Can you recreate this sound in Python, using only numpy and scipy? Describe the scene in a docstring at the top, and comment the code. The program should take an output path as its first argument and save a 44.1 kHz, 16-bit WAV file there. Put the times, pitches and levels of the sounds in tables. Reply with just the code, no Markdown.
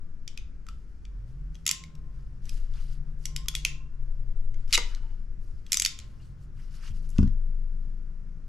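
"""A steel ratchet crimper is handled close under a camera in a small room. First come light clicks,
rubbing hands and the low sway of the camera arm; then an engine starts to drone through the wall.
Squeezes near 1.7 s and 3.3 s snap the pawl (the ratchet's catch) over its teeth. At 4.7 s it lets go
and chatters back. Near 5.7 s comes one more squeeze, while the engine changes gear.
At 7.2 s the tool is laid on a padded desk, where it thuds and bounces."""
import sys
import numpy as np
from scipy import signal
from scipy.fft import rfft, irfft
from scipy.io import wavfile
from scipy.ndimage import uniform_filter1d

SR = 44100
rng = np.random.default_rng(int(sys.argv[2]) if len(sys.argv) > 2 else 0)


def file_out(sig):
    """Save sig as 16-bit WAV at sys.argv[1]."""
    # one column per channel
    cols = np.atleast_2d(sig).T
    # limit, then scale
    lim = np.clip(cols, -1, 1)
    pcm = np.round(lim * 32767).astype(np.int16)
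    wavfile.write(sys.argv[1], SR, pcm)


N = 373968


def amp(db):
    """Turn decibels into a gain."""
    return 10 ** (np.asarray(db) / 20)


def evened(x):
    """Scale a signal to an average power of one."""
    return x / np.sqrt(np.mean(x ** 2) + 1e-20)


def wobble(size, smooth_samples):
    """A smooth random curve that wanders around zero."""
    return evened(uniform_filter1d(rng.standard_normal(size), size=smooth_samples))


def curve_at(points, hz):
    """Look up a value between rows of (pitch_hz, value)."""
    pitches, values = np.transpose(points)
    return np.interp(np.log(hz + 1), np.log(pitches + 1), values)


def add(mix, start_s, sound):
    """Mix a sound in at its start time."""
    part = mix[round(start_s * SR):][:len(sound)]
    part += sound[:len(part)]


def ring(modes, size, phases):
    """A struck thing rings as dying sines; each falls 60 dB in its ring_s."""
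    hz, db, ring_s = np.transpose(modes)[:, :, None]
    t = np.arange(size) / SR
    return (amp(db - 60 * t / ring_s) * np.sin(2 * np.pi * (hz * t + phases[:, None]))).sum(0)


def noise(level_db_at, likeness, size, patch_db):
    """Patchy stereo noise shaped over pitch and time; a likeness of 1 makes both sides the same."""
    hop = size // 4
    frames, hz = N // hop + 5, np.fft.rfftfreq(size, 1 / SR)
    a, b, c, d, patches = rng.standard_normal((frames, len(hz), 5)).T
    patches = evened(uniform_filter1d(uniform_filter1d(patches, size=8, axis=0), size=10, axis=1))
    same = np.clip(curve_at(likeness, hz), -1, 1)[:, None]
    left = a + 1j * b
    spectra = np.array([left, same * left + np.sqrt(1 - same ** 2) * (c + 1j * d)])
    spectra *= amp(level_db_at(hz[:, None], np.arange(frames) * hop / SR) + patch_db * patches)
    return signal.istft(spectra, nperseg=size, noverlap=size - hop)[1][:, :N]


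def room_tone():
    """Distant traffic and air: a deep rumble under a thin hiss."""
    # tone of the air: pitch_hz, level_db
    colour = [(18, -24), (30, -0.5), (51, -10), (92, -25), (156, -24.5), (361, -40), (445, -43),
              (791, -53.5), (1410, -47.5), (3710, -66), (5350, -61), (9770, -73.5), (11700, -84),
              (13000, -92), (15600, -98.5)]
    # how alike left and right are: pitch_hz, likeness
    likeness = [(60, 0.85), (240, 0.93), (950, 0.23), (3770, 0.48), (15000, 0.49)]
    # how much louder the left is: pitch_hz, level_db
    balance = [(60, 0), (180, 4), (550, 5.5), (1650, 0.5), (4970, -2.5), (15000, 2.5)]
    air = evened(noise(lambda hz, t: curve_at(colour, hz), likeness, size=2048, patch_db=1.0))
    lean = amp(curve_at(balance, np.fft.rfftfreq(N, 1 / SR)) / 2)
    return amp(-45.5) * irfft(rfft(air) * [lean, 1 / lean], N)


def room_echo(faces):
    """Dense fading echoes, with one distinct slap about 10 ms in; each tool face has its own paths."""
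    # what the walls give back: pitch_hz, level_db
    walls = [(1000, 2), (3000, -0.5), (7000, -2.5), (10000, 0), (15000, -5.5)]
    # how long the room rings: pitch_hz, ring_s
    ring_times = [(500, 0.39), (1320, 0.29), (3480, 0.33), (7000, 0.28), (10000, 0.2), (15000, 0.11)]
    out = 0
    for face in faces:
        echoes = np.zeros((2, SR // 2))
        arrivals = np.arange(200, SR // 2 - 20, 20) + rng.integers(0, 20, (2, (SR // 2 - 201) // 20))
        np.put_along_axis(echoes, arrivals, rng.choice([-1., 1.], arrivals.shape), 1)
        echoes[1] = 0.33 * echoes[0] + .8 * echoes[1]
        hz, t, spectra = signal.stft(echoes, SR, nperseg=256)
        fade = amp(curve_at(walls, hz)[:, None] - 60 * t / curve_at(ring_times, hz)[:, None])
        tail = signal.istft(spectra * fade, SR, nperseg=256)[1]
        tail *= amp(-15) / np.linalg.norm(tail[0])
        tail[:, round(.0098 * SR)] += amp(-23)  # the distinct slap
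        out = out + signal.oaconvolve(face[None], tail, axes=1)[:, :N]
    return out


def throb():
    """A deep note softly swells and fades."""
    # the swells: start_s, length_s, pitch_hz, level_db
    swells = [(.3, 0.65, 40.38, -42.5), (1.005, 0.34, 44.4, -39), (1.325, 0.27, 42.3, -36),
              (1.852, 0.63, 43.48, -41), (2.449, 0.68, 41.6, -41.5), (2.998, 1, 45.5, -38.5)]
    out = np.zeros(N)
    for (start_s, length_s, hz, db), phase in zip(swells, rng.random(len(swells))):
        t = np.arange(0, length_s, 1 / SR)
        swell = np.sqrt(2) * amp(db) * np.sin(np.pi * t / length_s)
        add(out, start_s, swell * np.sin(2 * np.pi * (hz * t + phase)))
    return out


def engine():
    """An engine behind the wall: its firing note glides and wavers, with deeper notes under it."""
    # the firing note, one list for each stretch of driving: time_s, pitch_hz, level_db
    stretches = [
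        [(1.1, 88.5, -51.5), (1.354, 135.1, -48), (1.55, 159, -52.5), (1.8, 161.4, -56.5), (1.974, 148.8, -49),
         (2.3, 126.6, -52), (2.55, 124.7, -53), (3.1, 146.2, -47.5), (3.5, 149.6, -48), (3.78, 140.8, -51.5),
         (3.9, 135, -60.5), (4.03, 128.2, -48), (4.3, 120.4, -49), (4.94, 115.2, -56), (5.7, 105.7, -54.5)],
        [(5.95, 105, -61), (6.08, 115.7, -50.5), (6.25, 129.5, -53), (6.65, 143.3, -57), (6.8, 154.8, -62),
         (6.95, 158.4, -51.5), (7.7, 162.6, -57), (8.22, 170.6, -59.5), (8.48, 162, -59.5)],
    ]
    # deeper notes in each stretch: pitch_ratio, level_db
    undertones = [
        [(1 / 2, -7.5)],
        [(1 / 3, 1.1), (2 / 3, -0.77)],
    ]
    out = np.zeros(N)
    for rows, deeper in zip(stretches, undertones):
        times, hz, db = np.transpose(rows)
        t = np.arange(times[0], times[-1], 1 / SR)
        level = np.sqrt(2) * amp(np.interp(t, times, db)) * (1 + .45 * wobble(len(t), 1200))
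        cycles = np.cumsum(np.interp(t, times, hz)) / SR
        drone = sum(amp(note_db) * np.sin(2 * np.pi * (ratio * cycles + rng.random()))
                    for ratio, note_db in [(1, 0), *deeper])
        add(out, times[0], level * drone * signal.windows.tukey(len(t), .04))
    return out


def arm_sway():
    """The camera arm swings at two slow rates; each jolt of the desk sets a new swing that dies away."""
    # jolts from leaning on the desk or setting the tool down: start_s, slow_swing_db, fast_swing_db
    jolts = [(0, -33, -44.5), (.75, -42, -55), (1.25, -42.5, -43.5), (1.55, -55, -64), (1.95, -38, -42),
             (2.48, -29, -26.5), (3.68, -34, -46), (3.98, -29, -27), (4.33, -22.5, -29), (4.8, -33, -27.5),
             (5.3, -34.5, -34), (5.6, -41, -48), (6.55, -57, -34), (6.9, -42, -28), (7.2, -54.5, -21.5),
             (7.95, -49, -31.5)]
    rates_hz, fades_db_per_s, settles_s = (12.2, 23), (13, 11.5), (0.14, 0.19)
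    starts, *levels = np.transpose(jolts)
    t = np.arange(N) / SR
    latest = np.clip(np.searchsorted(starts, t) - 1, 0, None)
    out = 0
    for hz, db, fade, settle_s in zip(rates_hz, levels, fades_db_per_s, settles_s):
        swing = amp(db[latest] - fade * (t - starts[latest]))
        swing = uniform_filter1d(swing, round(settle_s * SR), mode="nearest")
        out = out + np.sqrt(2) * swing * np.sin(2 * np.pi * (hz * t + rng.random()))
    return out


def desk_thuds():
    """A blow rings the board, duller the longer the contact; each bounce meets another spot."""
    # the tool lands and bounces, or a hand leans: start_s, level_db, contact_ms
    thuds = [(4.777, -36, 2.5), (6.56, -43, 7), (6.901, -30.5, 6.8), (7.1876, -4.5, 3.12),
             (7.228, -10.5, 3.33), (7.265, -17, 4.84), (7.849, -41.5, 4.1)]
    # notes of the board: pitch_hz, level_db, ring_s
    board = [(41.27, -4.5, 0.51), (69.96, -1, .3), (93, -3.5, 0.28), (133.8, -1.5, 0.12), (198.8, 1, .2),
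             (248.5, -0.5, 0.13), (318, -10.5, .08), (443, -18, 0.16)]
    out = np.zeros((2, N))
    for (start_s, db, contact_ms), phases in zip(thuds, rng.random((len(thuds), 2, len(board)))):
        blow = np.hanning(round(contact_ms * SR / 1000))
        middle = np.convolve(blow, ring(board, size=15000, phases=0.42 * phases[0]))
        side = np.convolve(blow, ring(board, size=15000, phases=phases[1]))
        add(out[0], start_s, amp(db + 0.5) * (middle + 0.21 * side) / abs(middle).max())
        add(out[1], start_s, amp(db - 1.3) * (middle - 0.27 * side) / abs(middle).max())
    return out


def rubbing():
    """Skin on plastic: a hiss that swells with each movement, brighter or duller with the grip."""
    # hands and cable on grips and mat: loudest_s, fade_s, level_db, brightness_db_per_octave
    rubs = [(.69, .6, -78, 3.5), (1.3, 0.066, -73, 1.5), (1.56, 0.28, -74, 2), (2.16, 0.36, -76, -1),
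            (2.47, 0.33, -61.5, 0), (2.53, 0.12, -59, 1.5), (2.76, 0.26, -60.5, -4), (2.82, .04, -59, -1),
            (2.93, 0.056, -62.5, 1), (3.24, 0.097, -63, 2.5), (4.6, 0.2, -72, -4), (4.731, 0.3, -52, -1),
            (5.02, 0.3, -70, -7), (5.43, 0.47, -72.5, 2.5), (5.711, .53, -59.5, -1.5),
            (6.23, 0.14, -68.5, -1), (6.43, 0.043, -70.5, 3.5), (6.6, 0.21, -65, -2),
            (6.759, 0.061, -57.5, 0), (6.84, 0.065, -56.5, -2.5), (6.881, .05, -53, -3.5),
            (6.97, 0.047, -61, 0.5), (7.05, 0.071, -65, 2), (7.16, 0.13, -61.5, -1), (7.24, .1, -70, -2.5),
            (7.841, .21, -80, -0.5)]
    # tone of the hiss: pitch_hz, level_db
    colour = [(530, -37), (900, -9.5), (1380, -2), (2170, -4), (3030, -8), (4820, 2), (8650, -7),
              (11900, -16.5), (13900, -24), (15500, -44)]
    # hollows of the tool that ring along: pitch_hz, width_hz, boost_db
    hollows = [(1410, 1500, 2.5), (2950, 600, 10), (5300, 900, 0), (10800, 1000, 6), (11600, 900, 6)]
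    times, _, _, brightness = np.transpose(rubs)

    def hiss_db(hz, t):
        boost = sum(db / (1 + (2 * (hz - pitch) / width) ** 2) for pitch, width, db in hollows)
        tilt = np.interp(t, times, brightness) * np.log2((hz + 50) / 5000)
        return curve_at(colour, hz) + boost + tilt

    hiss = evened(noise(hiss_db, likeness=[(100, 0.86), (15000, 0.73)], size=256, patch_db=2.5))
    slips = evened(amp(1.1 * wobble(N, 250)))  # the skin sticks and lets go
    power, rise_s = np.zeros(N), .06
    for loudest_s, fade_s, db, _ in rubs:
        t = np.arange(-rise_s, fade_s, 1 / SR)
        swell = amp(db) * np.interp(t, [-rise_s, 0, fade_s], [0, 1, 0])
        add(power, loudest_s - rise_s, swell ** 2)
    return hiss * slips * np.sqrt(power)


def springs():
    """Loose parts ping and the return spring hums: thin notes that swell briefly, then die away."""
    # pings of loose parts: start_s, pitch_hz, level_db, ring_s
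    pings = [(.69, 1330, -58, .22), (3.655, 2737, -55.5, .7), (4.746, 2934, -13.5, 0.058),
             (4.77, 2976, -49, 0.66), (5.03, 894, -61, 0.41), (6.2, 2820, -62, .076)]
    # the spring's two close notes: pitch_hz, level_db, ring_s
    notes = [(1056, 1.5, 1.2), (1064, -8.5, .9)]
    # the pawl sets the spring humming: start_s, level_db
    hums = [(1.68, -56), (3.26, -68), (3.365, -60.5), (3.49, -68), (3.652, -60.5), (5.73, -65.5),
            (5.86, -61.5)]
    ping_rise_s, hum_rise_s = 0.002, 0.016
    out, t = np.zeros(N), np.arange(40000) / SR
    for (start_s, *note), phase in zip(pings, rng.random((len(pings), 1))):
        add(out, start_s, (1 - np.exp(-t / ping_rise_s)) * ring([note], len(t), phase))
    for (start_s, db), phases in zip(hums, rng.random((len(hums), len(notes)))):
        add(out, start_s, amp(db) * (1 - np.exp(-t / hum_rise_s)) * ring(notes, len(t), phases))
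    return out * amp(3.3 * wobble(N, 900))  # loose parts flutter


def handle_knocks():
    """The handles knock dully when they hit their stop or the mat."""
    # the knocks: start_s, level_db
    knocks = [(3.65, -42), (4.777, -24), (5.85, -50), (7.187, -35.5), (7.229, -41)]
    # notes of steel in plastic sleeves: pitch_hz, level_db, ring_s
    notes = [(244.8, -6, 0.029), (362.6, -5, .05), (470, -10, 0.091), (621, -4, 0.021), (773, -8, .04),
             (957, -0.5, 0.056), (1180, 3, 0.03), (1460, -0.5, 0.033)]
    out, t = np.zeros(N), np.arange(3000) / SR
    for (start_s, db), phases in zip(knocks, rng.random((len(knocks), len(notes)))):
        knock = (1 - np.exp(-t / 0.00099)) ** 2 * ring(notes, len(t), phases)
        add(out, start_s, amp(db) * knock / abs(knock).max())
    return out


def pawl_release(start_s, level_db, teeth):
    """List the snaps as the pawl lets go and chatters over its teeth, ever faster and duller."""
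    ease = .42 ** np.arange(teeth)  # falls from 1 towards 0
    gaps_s = 0.0033 + 0.0027 * ease
    pitch_hz = 3895 + 728 * ease
    treble_db = -3 + 2.5 * ease
    starts = start_s + np.cumsum(gaps_s) - gaps_s
    return list(zip(starts, np.full(teeth, level_db), pitch_hz, treble_db))


def steel_snap(pitch_hz, treble_db):
    """The steel plates ring for a few milliseconds; the struck part rings most."""
    # notes of the plates, damped by the hand: pitch_hz, level_db, ring_s
    steel = [(1362, -18, 0.011), (2090, -0.5, 0.0062), (2440, -4, .009), (2924, -6.5, 0.012),
             (3415, -1.5, .008), (3804, -6.5, 0.011), (4378, -4.5, 0.0075), (4888, -1, 0.0085),
             (5627, -2, 0.0093), (6174, -4, 0.0078), (6465, -9, 0.017), (7407, 0.5, 0.0079),
             (7937, -5, 0.0054), (8610, -2.5, .005), (9940, -9, 0.0087), (10920, -7, 0.0076),
             (11400, -10, 0.0086), (13700, -20, 0.013), (12800, -14.5, 0.0064), (14800, -22, 0.005)]
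    plates = 3  # each plays every note slightly out of tune
    hz, db, ring_s = np.repeat(np.transpose(steel), plates, axis=1)
    spread, detune, phases = rng.random((3, len(hz)))
    tilt_limit_db = treble_db * 0.59 + 2 * (treble_db < 0)
    tilt_db = np.minimum(treble_db * np.clip(np.log2(hz / 4600), -.6, 1.3), tilt_limit_db)
    notes = np.transpose([hz * (1 + .13 * (detune - .5)), db + tilt_db + 6 * (spread - .5), ring_s])
    struck = (pitch_hz, notes[:, 1].max() + 3, 0.011 * (4000 / pitch_hz) ** .25)
    t = np.arange(700) / SR
    rise = (1 - np.exp(-t / 0.0011)) ** 2  # the contact slides on before it seats
    return rise * ring(np.vstack([notes, struck]), len(t), np.append(phases, 0))


def crimper():
    """Three faces of the tool send out every snap, each with its own blend of notes."""
    # snaps of pawl, jaws and handles: start_s, level_db, pitch_hz, treble_db
    snaps = [(0.2777, -30.5, 5670, -12), (0.3751, -31.0, 2524, -10), (0.6665, -48, 1360, -1),
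             (0.6866, -35.5, 1304, -6), (1.0521, -46, 2370, -14), (1.546, -51.5, 6210, -7),
             (1.553, -46.5, 3296, -3), (1.654, -46, 5030, -2), (1.6646, -14, 7270, 1.5),
             (1.6773, -16.5, 6360, 3.5), (1.691, -13, 7120, -1), (1.7118, -13.5, 7350, 4.5),
             (1.8378, -37.5, 2188, -2.5), (1.9522, -52.0, 5530, -2), (2.4548, -48.5, 5960, 7),
             (2.4933, -35.5, 5060, 2.5), (2.738, -51.5, 3402, -14), (3.2552, -23, 5830, 3.5),
             (3.3629, -22, 5220, 0.5), (3.459, -45.5, 1190, -11), (3.484, -19, 3400, 4),
             (3.5406, -40, 1300, -14.5), (3.5514, -17.5, 3390, 2.5), (3.6497, -12.5, 2610, -0.5),
             (4.543, -51, 2135, -10.5), (4.679, -51.5, 5150, -2), (4.708, -41, 2095, -2),
             (4.7763, -14, 2070.0, -10), (4.7859, -38.5, 5676, 5), (4.9482, -39, 4150, -8),
             (5.6648, -48, 3346, -5), (5.72, -12.5, 7670, 4), (5.73, -12, 6820, 6),
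             (5.7428, -14.5, 6950, 5.0), (5.7707, -13.5, 5970, 4.5), (5.798, -14.0, 6640, 7.5),
             (5.8206, -15, 7800, 2.5), (5.8494, -12, 4480, 2), (5.8607, -14.5, 5340, 0.5),
             (5.9889, -33.5, 7200, -4), (5.9997, -39, 4140, -12.5), (7.091, -51, 10500, 13),
             (7.1024, -49, 10740, 21), (7.113, -56.5, 12000, 11.5), (7.183, -32.5, 2650, -8),
             (7.2295, -43, 1460, -42), (7.2763, -50.5, 1880, -5)]
    chatter = pawl_release(start_s=4.7268, level_db=-14, teeth=8)
    faces = np.zeros((3, N))
    for start_s, level_db, pitch_hz, treble_db in snaps + chatter:
        for face in faces:
            snap = steel_snap(pitch_hz, treble_db)
            add(face, start_s - .0004, amp(level_db + 4.0) * snap / abs(snap).max())
    return faces


def scene():
    """Mix the tool, the desk and the room into left and right."""
    drone = (throb() + engine()) * amp([[.3], [-.3]])
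    faces = crimper() + handle_knocks()
    # both sides hear the face turned to the camera, and differ by a little of the next face
    direct = faces[0] * amp([[-.5], [.5]]) + faces[1] * amp(-11) * np.array([[1], [-1]]) + springs()
    sway = arm_sway() * amp([[2.5], [-3]])  # the arm shakes the left side more
    return direct + drone + sway + desk_thuds() + room_echo(faces) + rubbing() + room_tone()


def record(dry):
    """The camera rounds off the loudest peaks and cuts the highest treble."""
    ceiling, cutoff_hz = 0.68, 15800
    rounded = ceiling * np.tanh(dry / ceiling)
    treble_cut = signal.firwin(511, cutoff_hz, window=("kaiser", 9), fs=SR)
    return signal.oaconvolve(rounded, treble_cut[None], "same")


dry = scene()
out = record(dry)
file_out(out)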